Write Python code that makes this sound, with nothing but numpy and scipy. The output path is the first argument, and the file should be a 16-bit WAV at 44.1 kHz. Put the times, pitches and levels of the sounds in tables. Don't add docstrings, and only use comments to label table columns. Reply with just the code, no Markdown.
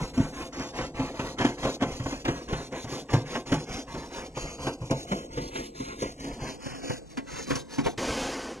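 import sys
import numpy as np
from scipy import signal
from scipy.fft import rfft, irfft, next_fast_len
from scipy.io import wavfile
from scipy.ndimage import uniform_filter1d, map_coordinates

SR = 44100
rng = np.random.default_rng(int(sys.argv[2]) if len(sys.argv) > 2 else 0)


def master_out(mix):
    frames = np.transpose(np.atleast_2d(mix))
    ceiling = np.clip(frames, -1, 1)
    pcm = np.round(ceiling * 32767).astype(np.int16)
    wavfile.write(sys.argv[1], SR, pcm)


N = 379260

# start_s, length_s, bite_s, fastest_at, heaviest_at, hiss_db, rasp_db, hood_db, cart_db
STROKES = [(-0.068, 0.2, 0.063, 0.47, 0.4, -46.5, -36, -35.5, -35),
           (0.131, 0.22, 0.014, 0.43, 0.41, -48, -38.5, -38, -39),
           (0.32, 0.19, 0.021, 0.44, 0.57, -46, -38, -38.5, -40.5),
           (0.521, 0.22, 0.009, 0.49, 0.41, -46, -37.5, -36.5, -45),
           (0.72, 0.2, 0.054, 0.13, 0.46, -43, -34, -34, -37),
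           (0.939, 0.23, 0.013, 0.47, 0.35, -50.5, -36, -35, -39),
           (1.126, 0.24, 0.035, 0.62, 0.63, -46, -37, -36.5, -42),
           (1.363, 0.22, 0.055, 0.3, 0.29, -45, -32.5, -32.0, -38.5),
           (1.564, 0.22, 0.029, 0.56, 0.57, -43, -37.5, -35.5, -41.5),
           (1.788, 0.25, 0.055, 0.68, 0.08, -47.5, -37.5, -31, -34.5),
           (1.983, 0.27, 0.063, 0.44, 0.46, -46, -40, -41, -40.5),
           (2.241, 0.25, 0.011, 0.4, 0.23, -49, -39, -35, -37),
           (2.468, 0.24, 0.04, 0.4, 0.25, -46.5, -38.5, -35, -40),
           (2.704, 0.17, 0.072, 0.53, 0.21, -45, -36.5, -32.5, -41),
           (2.857, 0.19, 0.029, 0.5, 0.62, -44.5, -37, -35.5, -40),
           (3.083, 0.18, 0.021, 0.4, 0.3, -46.5, -34.5, -31.5, -37),
           (3.239, 0.2, 0.034, 0.55, 0.62, -44.5, -36, -37, -42),
           (3.454, 0.22, 0.013, 0.34, 0.41, -46, -37.5, -36, -38.5),
           (3.646, 0.21, 0.059, 0.52, 0.57, -44.5, -36, -36, -38),
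           (3.862, 0.26, 0.034, 0.45, 0.48, -49.5, -41, -41.5, -43),
           (4.083, 0.22, 0.084, 0.2, 0.49, -44.5, -37.5, -37.5, -46.5),
           (4.339, 0.26, 0.044, 0.13, 0.39, -43, -38.5, -41, -43.5),
           (4.573, 0.2, 0.03, 0.32, 0.53, -44.5, -38, -34.5, -40),
           (4.798, 0.15, 0.011, 0.55, 0.3, -55, -49, -42, -43),
           (4.892, 0.19, 0.015, 0.56, 0.08, -47, -40, -32, -38),
           (5.049, 0.24, 0.058, 0.13, 0.47, -44.5, -41.5, -36, -44),
           (5.28, 0.24, 0.054, 0.7, 0.69, -48.5, -41, -37.5, -38.5),
           (5.493, 0.222, 0.052, 0.37, 0.39, -44.5, -39.0, -36, -43),
           (5.737, 0.28, 0.037, 0.24, 0.58, -47.5, -41, -41.5, -51),
           (5.971, 0.19, 0.04, 0.15, 0.49, -45.5, -38.5, -37.5, -44.0),
           (6.159, 0.26, 0.075, 0.18, 0.54, -47.5, -42.0, -41, -41.5),
           (6.375, 0.21, 0.052, 0.47, 0.44, -46, -39, -36.5, -42),
           (6.575, 0.27, 0.072, 0.23, 0.65, -47.5, -40.5, -42, -51),
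           (6.802, 0.21, 0.036, 0.48, 0.55, -45.5, -39, -36.5, -47),
           (7.085, 0.11, 0.023, 0.17, 0.46, -56.5, -50.5, -48, -57),
           (7.258, 0.22, 0.026, 0.65, 0.6, -44.5, -38, -38, -42),
           (7.453, 0.19, 0.023, 0.37, 0.43, -42, -37, -35, -38),
           (7.669, 0.19, 0.063, 0.26, 0.77, -46.5, -40, -35, -46),
           (7.823, 0.13, 0.026, 0, 0.37, -41.5, -38, -30.5, -30)]
# attack_share (of bite), release_s,
# sag_db (per stroke length away from the peak), rest_db (between strokes)
HISS_LAW = (1.0, 0.0373, 11, -66)
RASP_LAW = (0.5, 0.0939, 14.5, -63.5)
HOOD_LAW = (0.76, 0.0148, 19.5, -49)
CART_LAW = (0.6, 0.11, 22, -53)
# time_s, push_db
DRAG_PUSH = [(7.98, -.5), (8.05, -0.5), (8.106, 1.2), (8.16, -.5), (8.235, .7), (8.35, -4.5), (8.52, -10),
             (8.6, -22)]
# time_s, thud_db, boom_db, clank_db, crunch_db, ping_db, spot_hz
KNOCKS = [(0.178, -24.5, -18.5, -34, -52, -44.5, 257), (0.2, -21.5, -21, -35.5, -50, -49, 261),
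          (0.597, -39, -31, -39, -52, -45, 265), (0.786, -37.5, -34, -35, -38, -54, 500),
          (0.993, -29.5, -22, -30.5, -45, -57, 275), (1.195, -33, -31.5, -30, -36, -47, 300),
          (1.386, -36, -38, -31, -32.5, -46, 420), (1.4, -28, -28, -26, -36, -51, 400),
          (1.411, -28, -31, -27, -31, -52, 380), (1.448, -27.5, -18.5, -22.5, -27, -46, 285),
          (1.63, -35.5, -30, -31.5, -34.5, -52, 342), (1.649, -33, -27, -27, -37, -53, 490),
          (1.669, -40, -31, -25.5, -40, -55, 500), (1.809, -42, -32, -32, -37, -55, 290),
          (1.823, -29, -19.5, -22.5, -32, -48, 300), (1.998, -29.5, -33.5, -41, -46, -58, 290),
          (2.058, -36, -30, -30, -40, -55, 298), (2.124, -50, -31, -35, -43, -56, 282),
          (2.252, -45, -30.5, -31, -31.5, -44, 280), (2.281, -28, -22, -25.5, -33, -46, 340),
          (2.487, -46, -41, -54, -44, -51, 280), (2.53, -26.5, -30, -30.5, -39, -52.5, 400),
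          (2.722, -42, -33.5, -35, -57.5, -54, 490), (2.844, -35.5, -36, -41.5, -50, -47.5, 280),
          (2.923, -34, -36, -34.5, -58, -48.5, 400), (3.134, -17, -20, -21.5, -41, -37.5, 274),
          (3.148, -19.5, -22.5, -30.5, -53, -49.5, 280), (3.352, -39, -36, -24.5, -38, -54.5, 510),
          (3.521, -22, -17, -22, -36, -38, 267), (3.541, -24, -39, -30, -41, -36, 390),
          (3.947, -41, -34.5, -37, -57, -56.5, 357), (4.369, -37, -36, -31.5, -41, -54, 500),
          (4.669, -30, -26, -26, -34, -56, 488), (4.817, -29.5, -37, -41, -61, -55, 240),
          (4.91, -20.5, -18.5, -25.5, -41, -36, 550), (5.117, -28, -23.5, -24, -39, -49, 205),
          (5.374, -33, -26, -29, -56, -63, 490), (5.555, -45.5, -37, -30.5, -32.5, -57, 660),
          (5.802, -34.5, -30, -34, -58, -49, 510), (6.022, -38, -25, -27.5, -48, -40, 402),
          (6.244, -38, -32.5, -38, -47, -48, 315), (6.421, -33, -36, -43, -57.5, -60, 340),
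          (6.66, -31.5, -35, -40, -46, -58, 290), (6.899, -28.5, -29, -30, -49.5, -52, 470),
          (7.174, -39, -28, -31.5, -36, -44.5, 270), (7.506, -26.5, -24, -26, -31.5, -44, 487),
          (7.556, -37, -40, -31, -48, -34.5, 482), (7.784, -25.5, -23, -30.5, -35.5, -48, 275),
          (7.861, -33.5, -35, -25, -33, -63, 470), (7.98, -35, -41, -37, -44, -54.5, 300)]
# freq_hz, density_db (per Hz)
BRISTLE_SPECTRUM = [(1200, -23.5), (2400, -3.5), (4200, 0), (5500, -2.5), (6750, 1.5), (7600, -13),
                    (9000, -11), (10000, -9), (10900, -19), (11600, -24.5), (12300, -21.5), (13900, -21.5),
                    (15200, -42)]
# freq_hz, density_db (per Hz)
RASP_SPECTRUM = [(350, -25), (620, 0), (800, 0), (900, 4), (1090, 1.5), (1250, -2.5), (1900, -6.5),
                 (3000, -10), (4000, -28.5), (7000, -20), (12000, -57)]
# freq_hz, density_db (per Hz)
DRAG_SPECTRUM = [(1200, -25), (2400, -3), (4200, 0.5), (5500, 0), (6750, 2), (7600, -10.5), (9000, -11),
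                 (10100, -7.5), (10900, -22), (12300, -23), (13900, -23), (15200, -33)]
# freq_hz, density_db (per Hz)
CLANK_SPECTRUM = [(200, -24.5), (400, 0), (520, 4), (620, -1.5), (800, -4), (910, -0.5), (1080, -3),
                  (1250, -10.5), (1900, -12), (3200, -17), (4500, -24.5), (6800, -24), (8000, -35),
                  (15000, -54)]
# freq_hz, density_db (per Hz)
CRUNCH_SPECTRUM = [(700, -19), (1200, 0), (1800, 2), (2500, -4.5), (3200, -3.5), (4200, -14), (6800, -20),
                   (8000, -27), (15000, -45)]
# freq_hz, density_db (per Hz)
AIR_SPECTRUM = [(20, -19), (60, -12), (150, -13), (300, 6), (550, -4), (1000, -5), (3000, -56), (7000, -24),
                (15000, -45)]
# center_hz, level_db
GRATE_LINES = [(1060, -11), (1960, -10), (2130, -12), (2420, -13), (3590, -13), (4300, -10), (5550, -1),
               (6010, -15), (6680, -12)]
# center_hz, nominal width_hz, level_db
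SINGING_BARS = [(1536, 40, 0), (2510, 55, -11), (3120, 37, -1.5), (4700, 45, -2), (5100, 50, -4),
                (5700, 55, -7), (7450, 70, -10), (8300, 130, -14)]
# center_hz, nominal width_hz, level_db
HOOD = [(244.6, 35, -6), (272.7, 33, 0), (345, 43.4, -2.5), (388.7, 51, -5.5), (466.7, 44.4, -3),
        (504.2, 44, -4), (657, 122, -9.5)]
# center_hz, nominal width_hz, level_db
CART = [(31.5, 15, -3.5), (47.9, 20, 0.5), (67.5, 40, -7), (130.2, 26.8, -1), (152.6, 20, -5)]
# center_hz, nominal width_hz, level_db
NECK = [(3000, 300, -2), (4720, 530, 0), (5670, 550, 2.5), (6520, 430, -1.5), (9500, 920, -11)]
# pitch_hz, level_db, t60_s
FIREBOX_MODES = [(124.7, -0.5, 0.16), (96, -4, 0.08), (151.6, -6, 0.22), (50.5, -12, 0.12)]
# pitch_hz, level_db, t60_s
HOOD_MODES = [(204, -4, 0.12), (244.6, -1, 0.099), (278, 1.5, 0.11), (330.3, -5.5, 0.086),
              (392, -6.5, 0.08), (506.5, -7, 0.12), (660, -9, .13)]
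# pitch_hz, level_db, t60_s
GRATE_MODES = [(361.7, -1, 0.28), (408.4, -5, 0.18), (544.5, -5, 0.21), (681, -5, 0.24), (874, -3, 0.21),
               (1071, -7.5, 0.23), (1558, -8.5, 0.25), (2050, -13, 0.23)]
# time_s, bass_top_hz, low_mid_top_hz, mid_top_hz, high_mid_top_hz, presence_top_hz
ZONES = [(0, 1570, 1620, 3980, 5300, 6100), (.9, 1480, 1390, 3930, 5330, 6100),
         (1.55, 1280, 1250, 3360, 4470, 5500), (1.8, 1560, 1550, 3200, 3950, 5370),
         (2.28, 750, 770, 3100, 3760, 5800), (2.4, 746, 804, 4200, 3950, 5600),
         (2.8, 1230, 1254, 3920, 3740, 5320), (3.8, 1160, 1137, 3420, 3400, 4740),
         (3.97, 1060, 1070, 4300, 4200, 4680), (4.25, 814, 840, 3800, 3800, 4370),
         (4.38, 1330, 1990, 3380, 3330, 4400), (4.75, 1650, 2260, 3100, 3160, 4430),
         (5.0, 870, 2030, 3200, 3270, 5100), (5.33, 620, 1920, 3350, 3360, 5550),
         (5.45, 540, 1930, 4500, 4400, 5800), (5.9, 430, 1950, 4000, 4100, 5730),
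         (6.18, 910, 1850, 3550, 4270, 5500), (6.5, 1070, 1450, 3380, 4230, 5300),
         (7.0, 765, 1300, 2820, 4220, 4540), (7.15, 718, 1410, 2960, 2850, 4100),
         (7.9, 540, 714, 2600, 2700, 3700)]
# time_s, phase_rad
BASS_PHASE = [(6.45, 0), (6.6, -1.78)]
# time_s, phase_rad
LOW_MID_PHASE = [(4.4, 2.57), (6.2, 2.64), (6.5, 2.2)]
# time_s, phase_rad
MID_PHASE = [(.3, -1.82), (2.3, -1.8), (2.7, -1.32), (5.3, -1.38), (5.45, -0.7)]
# time_s, phase_rad
HIGH_MID_PHASE = [(.3, 2.53), (1.2, 1.9), (2.2, 2.2), (6.2, 2.95)]
# time_s, phase_rad
PRESENCE_PHASE = [(.6, -1.2), (1.0, -2), (2.3, -2.5), (4.3, -2.5), (5.3, -3), (6.2, -3), (6.3, -1),
                  (7.15, -1.8)]
# time_s, phase_rad
TREBLE_PHASE = [(.48, -0.29), (.53, -2), (.95, -2), (1.0, 1.33), (7.5, 0.8)]

DRAG_S, DRAG_ATTACK_S = 7.975, 0.004
# level_db, db_per_push_db
HISS_DRAG, RASP_DRAG = (-39.3, 1.03), (-34, 0.94)
HOOD_DRAG, CART_DRAG = (-32.5, 0.77), (-43, 2.8)
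LEAD_S = 0.0045
CLANK_RISE_S, CLANK_T60_S = 0.0075, 0.085
CRUNCH_RISE_S, CRUNCH_T60_S = 0.0058, 0.087
PING_RISE_S, PING_T60_S = 0.0042, 0.062
FAVOUR_DB, FAVOUR_WIDTH_LOG = 10.5, 0.2
ZONE_EDGE_HZ, ZONE_WANDER_SHARE, PHASE_WANDER_RAD = 45, 0.027, 0.2
TOP_HZ = 15200


def bristles():
    _, _, _, fastest_at, _, hiss_db, *_ = np.transpose(STROKES)
    slide = effort(hiss_db, fastest_at, HISS_LAW, uneven_db=1.5)
    speed = np.sqrt(slide / slide.max())
    tips = flicks(11000 * speed, scatter_db=4.0, clump_db=1.4, clump_rate_hz=160)
    tips /= np.sqrt(speed / speed.mean())
    hiss = bars(coloured(tips * slide * amp(0.82), BRISTLE_SPECTRUM), t60_s=0.032, ring_db=0)
    wires = twangs(rate_hz=300, centre_hz=5200, spread_log=0.32, t60_s=0.18, scatter_db=3.0)
    wires = unit(coloured(wires, BRISTLE_SPECTRUM))
    return hiss + wires * slide * amp(-5.0)


def rasp():
    *_, heaviest_at, _, rasp_db, _, _ = np.transpose(STROKES)
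    press = np.hypot(effort(rasp_db, heaviest_at, RASP_LAW, uneven_db=0.9), dragged(*RASP_DRAG))
    catches = flicks(10000, scatter_db=2.5, clump_db=0.8, clump_rate_hz=300)
    scrape = bars(coloured(catches * press * amp(-3.0), RASP_SPECTRUM), t60_s=0.08, ring_db=2.0)
    tufts = twangs(rate_hz=480, centre_hz=2504, spread_log=0.3, t60_s=0.14, scatter_db=4.5)
    tufts = unit(coloured(tufts, RASP_SPECTRUM))
    return scrape + tufts * press * amp(-8)


def grate(x, width_hz):
    def response(hz):
        total = 1
        for center_hz, level_db in GRATE_LINES:
            damping = 1j * hz * width_hz
            total = total + amp(level_db) * damping / (center_hz ** 2 - hz ** 2 + damping)
        return total
    return filtered(x, response)


def drag():
    hiss = coloured(flicks(30000, scatter_db=1.5, clump_db=0.5, clump_rate_hz=100), DRAG_SPECTRUM)
    excitation = flicks(4000, scatter_db=1.5, clump_db=2.0, clump_rate_hz=92)
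    singing = unit(resonate(excitation, SINGING_BARS))
    return (hiss + singing * amp(-4)) * dragged(*HISS_DRAG)


def knocks():
    t = np.arange(SR // 3) / SR
    boom, force, crush, ping = np.zeros((4, N + SR))

    def blow_power(level_db, rise_s, t60_s):
        return (amp(level_db + 8 - 60 * t / t60_s) * (1 - np.exp(-(t / rise_s) ** 2))) ** 2

    for time_s, thud_db, boom_db, clank_db, crunch_db, ping_db, spot_hz in KNOCKS:
        start = round((time_s - LEAD_S) * SR)
        at = slice(start, start + len(t))
        boom[at] += amp(thud_db + 3.5) * struck(FIREBOX_MODES, t, rise_s=0.0056)
        boom[at] += amp(boom_db + 8) * struck(favoured(HOOD_MODES, spot_hz), t, rise_s=0.006)
        boom[at] += amp(clank_db - 8) * struck(GRATE_MODES, t, rise_s=0.0054)
        force[at] += blow_power(clank_db, CLANK_RISE_S, CLANK_T60_S)
        crush[at] += blow_power(crunch_db, CRUNCH_RISE_S, CRUNCH_T60_S)
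        ping[at] += blow_power(ping_db, PING_RISE_S, PING_T60_S)
    chatter = flicks(3200, scatter_db=2.5, clump_db=0.36, clump_rate_hz=420) * np.sqrt(force[:N])
    crackle = flicks(6000, scatter_db=1.0, clump_db=-1.0, clump_rate_hz=230) * np.sqrt(crush[:N])
    neck = unit(resonate(flicks(7000, scatter_db=2, clump_db=0.5, clump_rate_hz=200), NECK))
    neck = neck * np.sqrt(ping[:N])
    clank = bars(coloured(chatter * amp(-1.0), CLANK_SPECTRUM), t60_s=0.047, ring_db=-4.0)
    crunch = bars(coloured(crackle * amp(-0.2), CRUNCH_SPECTRUM), t60_s=0.035, ring_db=-2.5)
    smeared_boom = bars(boom[:N], t60_s=0.3, ring_db=-11)
    return smeared_boom + clank + crunch + neck * amp(0.6)


def grill():
    *_, heaviest_at, _, _, hood_db, cart_db = np.transpose(STROKES)
    hood = unit(resonate(flicks(1500, scatter_db=3, clump_db=1.8, clump_rate_hz=60), HOOD))
    cart = unit(resonate(flicks(600, scatter_db=3.5, clump_db=0.5, clump_rate_hz=53), CART))
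    drone = np.hypot(effort(hood_db, heaviest_at, HOOD_LAW, uneven_db=1.56), dragged(*HOOD_DRAG))
    shake = np.hypot(effort(cart_db, heaviest_at, CART_LAW, uneven_db=2.5), dragged(*CART_DRAG))
    return hood * amp(-0.5) * drone + cart * amp(0.7) * shake


def background():
    air = amp(-58.0) * coloured(rng.standard_normal(N), AIR_SPECTRUM)
    whine = amp(-72.5) * unit(resonate(rng.standard_normal(N), [(7930, 120, 0)]))
    return air + whine


def flicks(rate_hz, scatter_db, clump_db, clump_rate_hz):
    hits = rng.random(N) < rate_hz / SR
    sizes = rng.choice([-1, 1], N) * amp(scatter_db * rng.standard_normal(N))
    return unit(hits * sizes * amp(clump_db * wobble(clump_rate_hz)))


def twangs(rate_hz, centre_hz, spread_log, t60_s, scatter_db):
    draws = rng.standard_normal((int(rate_hz * N / SR), 2))
    starts = rng.integers(0, N, len(draws))
    t = np.arange(SR // 14) / SR
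    pitch_hz = np.clip(centre_hz * np.exp(spread_log * draws[:, :1]), 500, SR / 3)
    decay = amp(scatter_db * np.tanh(draws[:, 1:]) - 60 * t / t60_s)
    rings = decay * np.sin(2 * np.pi * pitch_hz * t) * (1 - np.exp(-t / 0.0024))
    places = starts[:, None] + np.arange(len(t))
    return unit(np.bincount(places.ravel(), rings.ravel(), N)[:N])


def bars(x, t60_s, ring_db):
    t = np.arange(SR // 6) / SR
    out = np.zeros(N + SR)
    stroke_edges = [round(row[0] * SR) for row in STROKES[1:]]
    edges = [0, *stroke_edges, *range(round(DRAG_S * SR), N, SR // 6), N]
    for a, b in zip(edges, edges[1:]):
        ring = rng.standard_normal(len(t)) * amp(-60 * t / t60_s)
        ring *= amp(ring_db) / np.linalg.norm(ring)
        ring[0] += 1
        ring /= np.linalg.norm(ring)
        out[a:b + len(t) - 1] += signal.fftconvolve(x[a:b], ring)
    return out[:N]


def struck(modes, t, rise_s):
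    draws = rng.standard_normal((len(modes), 3))
    total = np.zeros(len(t))
    for (pitch_hz, level_db, t60_s), (size, detune, phase) in zip(modes, draws):
        decay = amp(level_db + 1.45 * size - 60 * t / t60_s)
        total += decay * np.sin(2 * np.pi * pitch_hz * (1 + 0.0256 * detune) * t + np.pi * phase)
    return (1 - np.exp(-(t / rise_s) ** 2)) * total


def favoured(modes, spot_hz):
    pitch_hz, level_db, t60_s = np.transpose(modes)
    level_db = level_db + FAVOUR_DB * np.exp(-(np.log(pitch_hz / spot_hz) / FAVOUR_WIDTH_LOG) ** 2)
    level_db = level_db - 20 * np.log10(np.linalg.norm(amp(level_db)))
    return np.transpose([pitch_hz, level_db, t60_s])


def effort(level_db, peak_at, law, uneven_db):
    attack_share, release_s, sag_db, rest_db = law
    t = np.arange(N) / SR
    gain = np.zeros(N)
    for (start_s, length_s, bite_s, *_), db, peak in zip(STROKES, level_db, peak_at):
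        at = slice(max(0, round(start_s * SR)), round((start_s + length_s) * SR))
        age_s = t[at] - start_s
        attack = np.clip(age_s / (attack_share * bite_s), 0, 1)
        contact = attack * np.clip((length_s - age_s) / release_s, 0, 1)
        sagged = amp(db - sag_db * np.abs(age_s / length_s - peak))
        gain[at] = np.hypot(gain[at], contact ** 1.28 * sagged)
    return np.hypot(gain * amp(uneven_db * wobble(45)), amp(rest_db))


def dragged(level_db, db_per_push_db):
    t = np.arange(N) / SR
    push_db = np.interp(t, *np.transpose(DRAG_PUSH))
    contact = np.clip((t - DRAG_S) / DRAG_ATTACK_S, 0, 1)
    return contact * amp(level_db + db_per_push_db * push_db)


def amp(db):
    return 10 ** (np.asarray(db) / 20)


def unit(x):
    return x / np.sqrt(np.mean(x ** 2) + 1e-20)


def wobble(rate_hz, step=16):
    coarse = np.arange(0, N, step)
    knots = rng.standard_normal(int(N * rate_hz / SR) + 4)
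    return np.interp(np.arange(N), coarse, map_coordinates(knots, [coarse * rate_hz / SR]))


def filtered(x, response):
    m = next_fast_len(N + SR // 2)
    return irfft(rfft(x, m) * response(np.fft.rfftfreq(m, 1 / SR)), m)[..., :N]


def coloured(x, spectrum, size=4096):
    hz = np.fft.rfftfreq(size, 1 / SR)
    freq_hz, density_db = np.transpose(spectrum)
    gain = amp(np.interp(np.log(hz + 1), np.log(freq_hz + 1), density_db))
    cepstrum = irfft(np.log(gain))
    cepstrum[1:size // 2] *= 2
    cepstrum[size // 2 + 1:] = 0
    pulse = irfft(np.exp(rfft(cepstrum)))
    return signal.fftconvolve(x, pulse / np.linalg.norm(pulse))[:len(x)]


def resonate(x, peaks):
    def response(hz):
        total = 0
        for center_hz, width_hz, level_db in peaks:
            bottom = center_hz ** 2 - hz ** 2 + 1j * hz * 1.496 * width_hz
            total = total + amp(level_db) * (1j * hz * 1.6 * width_hz / bottom) ** 2
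        return total
    return filtered(x, response)


def phase_zones(x, size=1024):
    overlap = size - size // 4
    hz, t, z = signal.stft(x, SR, nperseg=size, noverlap=overlap)
    zone_s, *tops_hz = np.transpose(ZONES)
    wander = 1 + ZONE_WANDER_SHARE * np.interp(t, np.arange(N) / SR, wobble(12))
    below = []
    for top_hz in tops_hz:
        edge_hz = np.interp(t, zone_s, top_hz) * wander
        below.append(0.5 + 0.5 * np.tanh((edge_hz - hz[:, None]) / ZONE_EDGE_HZ))
    shares = np.diff([np.zeros(z.shape), *below, np.ones(z.shape)], axis=0)
    patches = uniform_filter1d(rng.standard_normal(z.shape), size=6, axis=0)
    patches = unit(uniform_filter1d(patches, size=7, axis=1))
    phases = [np.interp(t, *np.transpose(BASS_PHASE))]
    for table in (LOW_MID_PHASE, MID_PHASE, HIGH_MID_PHASE, PRESENCE_PHASE, TREBLE_PHASE):
        phases.append(np.interp(t, *np.transpose(table)) + PHASE_WANDER_RAD * patches)
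    blend = sum(share * np.exp(1j * phase) for share, phase in zip(shares, phases))
    gap_rad = np.angle(blend) * (t < DRAG_S)
    channels = np.array([z, z * np.exp(-1j * gap_rad)])
    return signal.istft(channels, SR, nperseg=size, noverlap=overlap)[1][:, :N]


def scene():
    scraping = amp(-0.5) * grate(bristles() + rasp(), width_hz=51)
    return phase_zones(scraping + drag() + knocks() + grill() + background())


def record(dry):
    return filtered(dry, lambda hz: hz < TOP_HZ)


dry = scene()
out = record(dry)
master_out(out)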